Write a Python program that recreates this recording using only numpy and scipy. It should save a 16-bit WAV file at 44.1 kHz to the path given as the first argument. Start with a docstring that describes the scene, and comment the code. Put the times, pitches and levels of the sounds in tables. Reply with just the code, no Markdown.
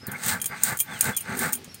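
"""Outdoors, close by: a stone muller is worked back and forth over a stone slab. Each stroke rasps and rumbles:
random grit impacts through stone resonances. Forward strokes crush puffed rice, gritty cracks over noise; flour
hisses on the way back. Bright clinks, probably glass bangles as the hand turns, are noise cracks with ringing modes.
The eased muller hums and squeaks: narrow noise bands. Birds peep faintly, as gliding sines over quiet noise."""
import sys
import numpy as np
from scipy import signal
from scipy.fft import rfft, irfft, next_fast_len
from scipy.io import wavfile
from scipy.ndimage import map_coordinates

SR = 44100
rng = np.random.default_rng(int(sys.argv[2]) if len(sys.argv) > 2 else 0)


def wrap_up_sound(samples):
    """Save the sound to the file named by the first command line argument, as 16-bit audio."""
    columns = np.atleast_2d(samples).T
    # keep every value between -1 and 1, then stretch to whole-number steps
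    tamed = np.clip(columns, -1, 1)
    steps = np.round(tamed * 32767).astype(np.int16)
    wavfile.write(sys.argv[1], SR, steps)


N = 79380


def amp(db):
    """Decibels to gain."""
    return 10 ** (np.asarray(db) / 20)


def unit(x):
    """Scale to rms 1."""
    return x / np.sqrt(np.mean(x ** 2) + 1e-20)


def along(points, hz):
    """Interpolate (f/Hz, value) points on a log-frequency axis."""
    f, v = np.transpose(points)
    return np.interp(np.log(hz + 1), np.log(f + 1), v)


def filtered(x, response):
    """Filter x by a response given as a function of f/Hz."""
    m = next_fast_len(len(x) + 8192)
    spectrum = rfft(x, m) * response(np.fft.rfftfreq(m, 1 / SR))
    return irfft(spectrum, m)[:len(x)]


def tilted(hz, tilt_db):
    """Gain of a tilt in dB per octave: 0 dB at 9 kHz, constant below 2.5 kHz."""
    return amp(tilt_db * np.log2(np.maximum(hz, 2500) / 9000))


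def body(modes, f):
    """Sum of bandpass resonances (f/Hz, width/Hz, level/dB), alternating in sign."""
    total = 0
    for k, (centre, width, db) in enumerate(modes):
        resonance = 1j * f * width / (centre * centre - f * f + 1j * f * width)
        total = total + (-1) ** k * amp(db) * resonance
    return total


def grains(per_s, scatter_db):
    """Random tiny impacts of uneven size and either sign, rms 1."""
    size = amp(scatter_db * np.clip(rng.standard_normal(N), -2.5, 2.5))
    struck = rng.random(N) < per_s / SR
    return unit(struck * size * rng.choice([-1, 1], N))


def swell(peak, rise, fall):
    """Pressure of one stroke: builds to a peak and lets go."""
    drop_db, curvature = 26.5, 1.74  # drop at the end of rise or fall
    t = np.arange(N) / SR - peak
    return amp(-drop_db * np.abs(t / np.where(t < 0, rise, fall)) ** curvature)


def wobble(knots_per_s):
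    """Smooth random curve through normal random knots."""
    return map_coordinates(rng.standard_normal(2000), [np.arange(N) * knots_per_s / SR])


def add(out, s, sound):
    """Mix a sound into out at time s."""
    part = out[round(s * SR):][:len(sound)]
    part += sound[:len(part)]


def air():
    """Quiet outdoor background: coloured noise with a slowly moving level."""
    # background level: t/s, level/dB
    level_points = [(0, -52.5), (.15, -51.5), (1.6, -48.5), (1.8, -50.5)]
    # background spectrum: f/Hz, gain/dB
    air_colour = [(25, -27), (90, 11), (250, 2), (700, -8), (2300, -5), (2750, -5.5), (3300, -7.5),
                  (5000, -8), (7000, -14.5), (11000, -17), (16000, -28)]
    level_db = np.interp(np.arange(N) / SR, *np.transpose(level_points))
    noise = filtered(rng.standard_normal(N), lambda f: amp(along(air_colour, f)))
    return amp(level_db) * unit(noise)


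def birds():
    """Thin fluttering whistles that arch in pitch, smeared by a decaying noise tail for distance."""
    # peeps: t of top/s, top f/Hz, rise/s, fall/s, pitch drop one fall time from the top/Hz, level/dB
    peeps = [(.030, 5220, 0.031, .075, 2480, -52.5), (.51, 4850, 0.068, 0.073, 412, -56.5),
             (.895, 3560, 0.02, 0.11, 1200, -51), (1.148, 3430, 0.018, .07, 1300, -49),
             (1.235, 5220, 0.015, 0.024, 100, -57), (1.713, 5600, 0.036, 0.036, 688, -57),
             (1.75, 4400, .045, 0.026, 71, -60), (1.754, 5200, .012, .06, 700, -57.5)]
    flutter_db, flutter_knots_per_s = 2.5, 120
    echo_db, echo_t60_s = -3, 0.13
    out, t = np.zeros(N), np.arange(N) / SR
    for s, top_hz, rise, fall, drop_hz, db in peeps:
        hz = top_hz - drop_hz * np.minimum(((t - s) / fall) ** 2, 2)
        u = np.clip((t - s) / np.where(t < s, rise, fall), -1, 1)
        envelope = 1 - np.abs(u) ** 10
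        out += amp(db) * np.sqrt(2) * envelope * np.sin(2 * np.pi * np.cumsum(hz) / SR)
    out *= amp(flutter_db * wobble(flutter_knots_per_s))
    tail = rng.standard_normal(SR // 2) * amp(-60 * t[:SR // 2] / echo_t60_s)
    echo = signal.fftconvolve(out, tail / np.linalg.norm(tail))[:N]
    return out + amp(echo_db) * echo


def contact(tilt_db, ring_db, count=2):
    """One touch of glass on glass: a crack with a slower tail, and modes of nearly equal bangles, drawn anew."""
    # bangle modes before detuning: f/Hz, level/dB, t60/s
    bangle_modes = [(2413, -14, 0.1), (3230, -5.5, .05), (6600, -26, 0.03), (6480, -24, .06),
                    (7950, -28, 0.072), (8840, -3, 0.078), (9100, -1.5, 0.065), (9500, -5.5, 0.1),
                    (9830, 0, 0.067), (11000, 1, .05), (12620, 1, 0.047), (12600, -3, 0.046),
                    (13750, -1, 0.11), (15900, -3, 0.078)]
    # crack spectrum before tilt: f/Hz, gain/dB
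    crack_colour = [(300, -34), (1500, -13), (3200, -11.5), (4600, -13.5), (5900, -8.5), (6700, 5.5),
                    (7700, -0.5), (9200, 9), (10600, -16), (12500, -4), (15500, 0)]
    crack_t60_s, tail_t60_s, tail_db = .013, 0.085, -11
    base_ring_db = -12.5
    detune = .018  # scale of the random pitch spread, as a share of mode frequency
    t = np.arange(SR // 10) / SR
    noise = rng.standard_normal(len(t))
    crack = unit(filtered(noise, lambda f: amp(along(crack_colour, f)) * tilted(f, tilt_db)))
    crack *= amp(-60 * t / crack_t60_s) + amp(tail_db - 60 * t / tail_t60_s)

    hz, db, t60 = np.transpose(bangle_modes)[:, :, None]
    size, shift, phase = rng.uniform(-1.14, 1, (3, count, len(hz), 1))
    tones = size * np.sin(2 * np.pi * (hz * (1 + detune * shift) * t + phase))
    ring = amp(db - 60 * t / t60) * tilted(hz, tilt_db) * tones.sum(0)
    onset = 1 - np.exp(-t / .0001)
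    return (crack + amp(base_ring_db + ring_db) * ring.sum(0)) * onset


def bangles(count=3):
    """Each clink is a quick rattle of a few weakening contacts."""
    # clinks: t/s, relative level/dB, rattle length/s, tilt/(dB/octave), relative ring level/dB
    clinks = [(0.0681, -23, 0.00038, 9.5, -7), (0.116, -31, 0.0026, -0.5, 5.5),
              (0.2356, -26, 0.00028, -7.5, -22), (0.262, -18, .004, 4, -18), (0.282, -22, 0.0047, 13, -8),
              (0.4, -44.5, .001, -8, 11), (0.4158, -22.5, .003, -1, 6), (0.4423, -28, .002, -4.5, 4),
              (.458, -17, .009, 2, 2), (0.6351, -6, .001, 3.5, -20), (0.7717, -23, .003, 5, -3),
              (0.7894, -27.5, .001, -1.5, 5), (0.7948, -19, .001, 8, -2), (.8015, -11.5, .008, 2, 3.5),
              (.991, -28, 0.00066, 8, -6), (1.0088, -9, 0.00049, -1, -2.5), (1.042, -14.5, .0008, 9.5, -12),
              (1.146, -41.5, .003, -10, 2), (1.166, -18.5, .006, 2.5, 3.5), (1.173, -21.5, .004, -1.5, 2),
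              (1.207, -30, .001, 1, 8.5), (1.372, -28.5, .002, 3, 0), (1.3905, -20.5, 0.0018, 4.5, 1),
              (1.524, -22, .001, 5, -15), (1.531, -12, 0.0011, 3, -8), (1.5365, -23.5, .004, -3, -6),
              (1.5528, -30, .002, 1, 7.5), (1.644, -36, .001, -4, -14), (1.7438, -33.5, .003, 0.5, 0)]
    out = np.zeros(N)
    for s, db, rattle_s, tilt_db, ring_db in clinks:
        for k in range(count):
            gain = amp(db - 1.5 - 1.83 * k)
            add(out, s + rattle_s * k / count, gain * contact(tilt_db, ring_db))
    return out


def sliding():
    """The eased muller, bare stone on stone: resonant noise as a low hum, brief narrow bands as squeaks."""
    # hum resonances: f/Hz, width/Hz, level/dB
    slide_modes = [(246, 16.6, 1), (340, 45, -11.5), (393.5, 25, -3.5), (870, 38, -15)]
    # slides: t of peak/s, rise/s, fall/s, level/dB
    slides = [(1.38, 0.12, 0.19, -39), (1.58, 0.13, 0.21, -47.5)]
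    # squeaks: t/s, half length/s, f/Hz, level/dB
    squeaks = [(0.157, 0.017, 2170, -36), (.525, 0.04, 2054, -36.5)]
    squeak_width_hz = 94

    def hum_response(f):
        return body(slide_modes, f) / np.hypot(1, f / 900) / np.hypot(1, 150 / (f + 1))

    hum = unit(filtered(rng.standard_normal(N), hum_response))
    out = hum * sum(amp(db) * swell(s, rise, fall) for s, rise, fall, db in slides)
    for s, half, hz, db in squeaks:
        squeak = filtered(rng.standard_normal(N), lambda f: 1 / (1 + ((f - hz) / squeak_width_hz) ** 2))
        out += amp(db) * swell(s, half, half) * unit(squeak)
    return out


def rice():
    """Small fractures over a hiss under each forward stroke; a different flour hiss on the way back."""
    # rice crushed: t of peak/s, rise/s, fall/s, level/dB, tilt/(dB/octave)
    crushes = [(0.291, .10, .10, -24, 1.5), (.665, 0.064, 0.11, -25.5, 2.5),
               (1.066, 0.1, 0.087, -29.5, 1.5), (1.428, 0.099, 0.12, -27.5, 2.5)]
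    # flour rubbed on the way back: t of peak/s, rise/s, fall/s, level/dB, tilt/(dB/octave)
    rubs = [(.2, 0.12, 0.065, -46, 3.5), (.61, 0.18, 0.13, -43, 0), (.96, 0.12, 0.058, -41, 2),
            (1.349, 0.18, 0.02, -40.5, 0)]
    # crushed rice spectrum before tilt: f/Hz, gain/dB
    rice_colour = [(300, -32), (2000, -4.5), (2900, -8), (4000, -3.5), (5500, -9.5), (7200, -4.5),
                   (8600, 0.5), (10000, -10.5), (11500, -14), (13500, -8.5), (15700, -7)]
    # rubbed flour spectrum before tilt: f/Hz, gain/dB
    flour_colour = [(300, -19), (2400, 8.5), (3000, -2), (4300, 2.5), (5400, -9.5), (6400, 2.5), (7200, -6),
                    (8500, 5), (9400, -7), (11000, -16), (14000, -8), (15700, -10.5)]
    grains_per_s, scatter_db = 3000, 5
    powder_db, flour_db = -0.5, -4  # hiss relative to the cracks
    clump_db, clump_knots_per_s = 1, 230  # kernels give way in quick clumps
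    out = np.zeros(N)
    for strokes, hiss_db, colour in (crushes, powder_db, rice_colour), (rubs, flour_db, flour_colour):
        for s, rise, fall, db, tilt_db in strokes:
            grit = grains(grains_per_s, scatter_db) + amp(hiss_db) * rng.standard_normal(N)
            grit *= amp(clump_db * wobble(clump_knots_per_s))
            crunch = filtered(grit, lambda f: amp(along(colour, f)) * tilted(f, tilt_db))
            out += amp(db) * swell(s, rise, fall) * unit(crunch)
    return out


def stone():
    """Grit catching between the stones shakes their resonances; dull bumps of the muller excite the slab."""
    # strokes: t of hardest pressure/s, rise/s, fall/s, rasp level/dB, rumble level/dB
    stone_strokes = [(0.133, 0.14, .08, -38, -41.5), (0.337, 0.18, 0.079, -29.5, -36.5),
                     (0.529, 0.04, 0.077, -34.5, -44), (0.717, .14, 0.065, -29.5, -37.5),
                     (0.923, 0.087, .13, -36, -42.5), (1.08, 0.072, 0.076, -27, -32.5),
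                     (1.32, 0.096, 0.11, -32.5, -34), (1.443, 0.067, .11, -26.5, -31.5),
                     (.44, 0.038, 0.068, -49.5, -48.5)]
    # slab resonances: f/Hz, width/Hz, level/dB
    slab_modes = [(85, 62, -9), (137.8, 56, -0.5), (185.2, 61, -0.5), (234.6, 30.8, 0), (381.4, 13.3, -9),
                  (498, 42.5, -8)]
    # muller resonances: f/Hz, width/Hz, level/dB
    muller_modes = [(633, 73, -11), (868.6, 81, -2.5), (1146, 61, -4), (1321, 35, -2), (1404, 42.5, -1),
                    (1570, 94, 2), (1672, 53, 0.5), (1724, 83, -1), (1903, 39, -3.5), (2045, 150, -4)]
    # bumps on the slab: t/s, level/dB
    bumps = [(0.03, -41), (.083, -33), (0.268, -35.5), (0.388, -35), (.452, -47), (0.498, -37),
             (0.723, -29), (.962, -47), (1.088, -23), (1.677, -37.5)]
    grains_per_s, scatter_db = 4000, 2
    rasp_top_hz, rumble_low_hz, rumble_top_hz = 2540, 61.5, 720
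    bump_t60_s, bump_attack_s = 0.049, 0.00071
    t = np.arange(N) / SR

    def rasp_response(f):
        return body(muller_modes, f) / np.hypot(1, (f / rasp_top_hz) ** 6)

    def rumble_response(f):
        low_cut = np.hypot(1, (rumble_low_hz / (f + 1)) ** 4)
        high_cut = np.hypot(1, (f / rumble_top_hz) ** 2)
        return body(slab_modes, f) / low_cut / high_cut

    rasp = unit(filtered(grains(grains_per_s, scatter_db), rasp_response))
    rumble = unit(filtered(grains(grains_per_s, scatter_db), rumble_response))
    rasp_gain = sum(amp(db) * swell(s, rise, fall) for s, rise, fall, db, _ in stone_strokes)
    rumble_gain = sum(amp(db) * swell(s, rise, fall) for s, rise, fall, _, db in stone_strokes)
    bump_gain = 0
    for s, db in bumps:
        decay = amp(db - 60 * np.abs(t - s) / bump_t60_s)
        bump_gain = bump_gain + decay * np.clip((t - s) / bump_attack_s, 0, 1)
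    return rasp * rasp_gain + rumble * (rumble_gain + bump_gain)


def scene():
    """Mono sum of all sources."""
    return (stone() + sliding() + rice() + bangles() + birds() + air())[None]


def record(dry):
    """Cut the deepest bass and everything above the band limit."""
    low_hz, top_hz = 48, 15900

    def response(f):
        treble = np.clip((top_hz - f) / 200 + .5, 0, 1)
        return treble / np.hypot(1, (low_hz / (f + 1)) ** 3)

    return np.array([filtered(ch, response) for ch in dry])


dry = scene()
out = record(dry)
wrap_up_sound(out)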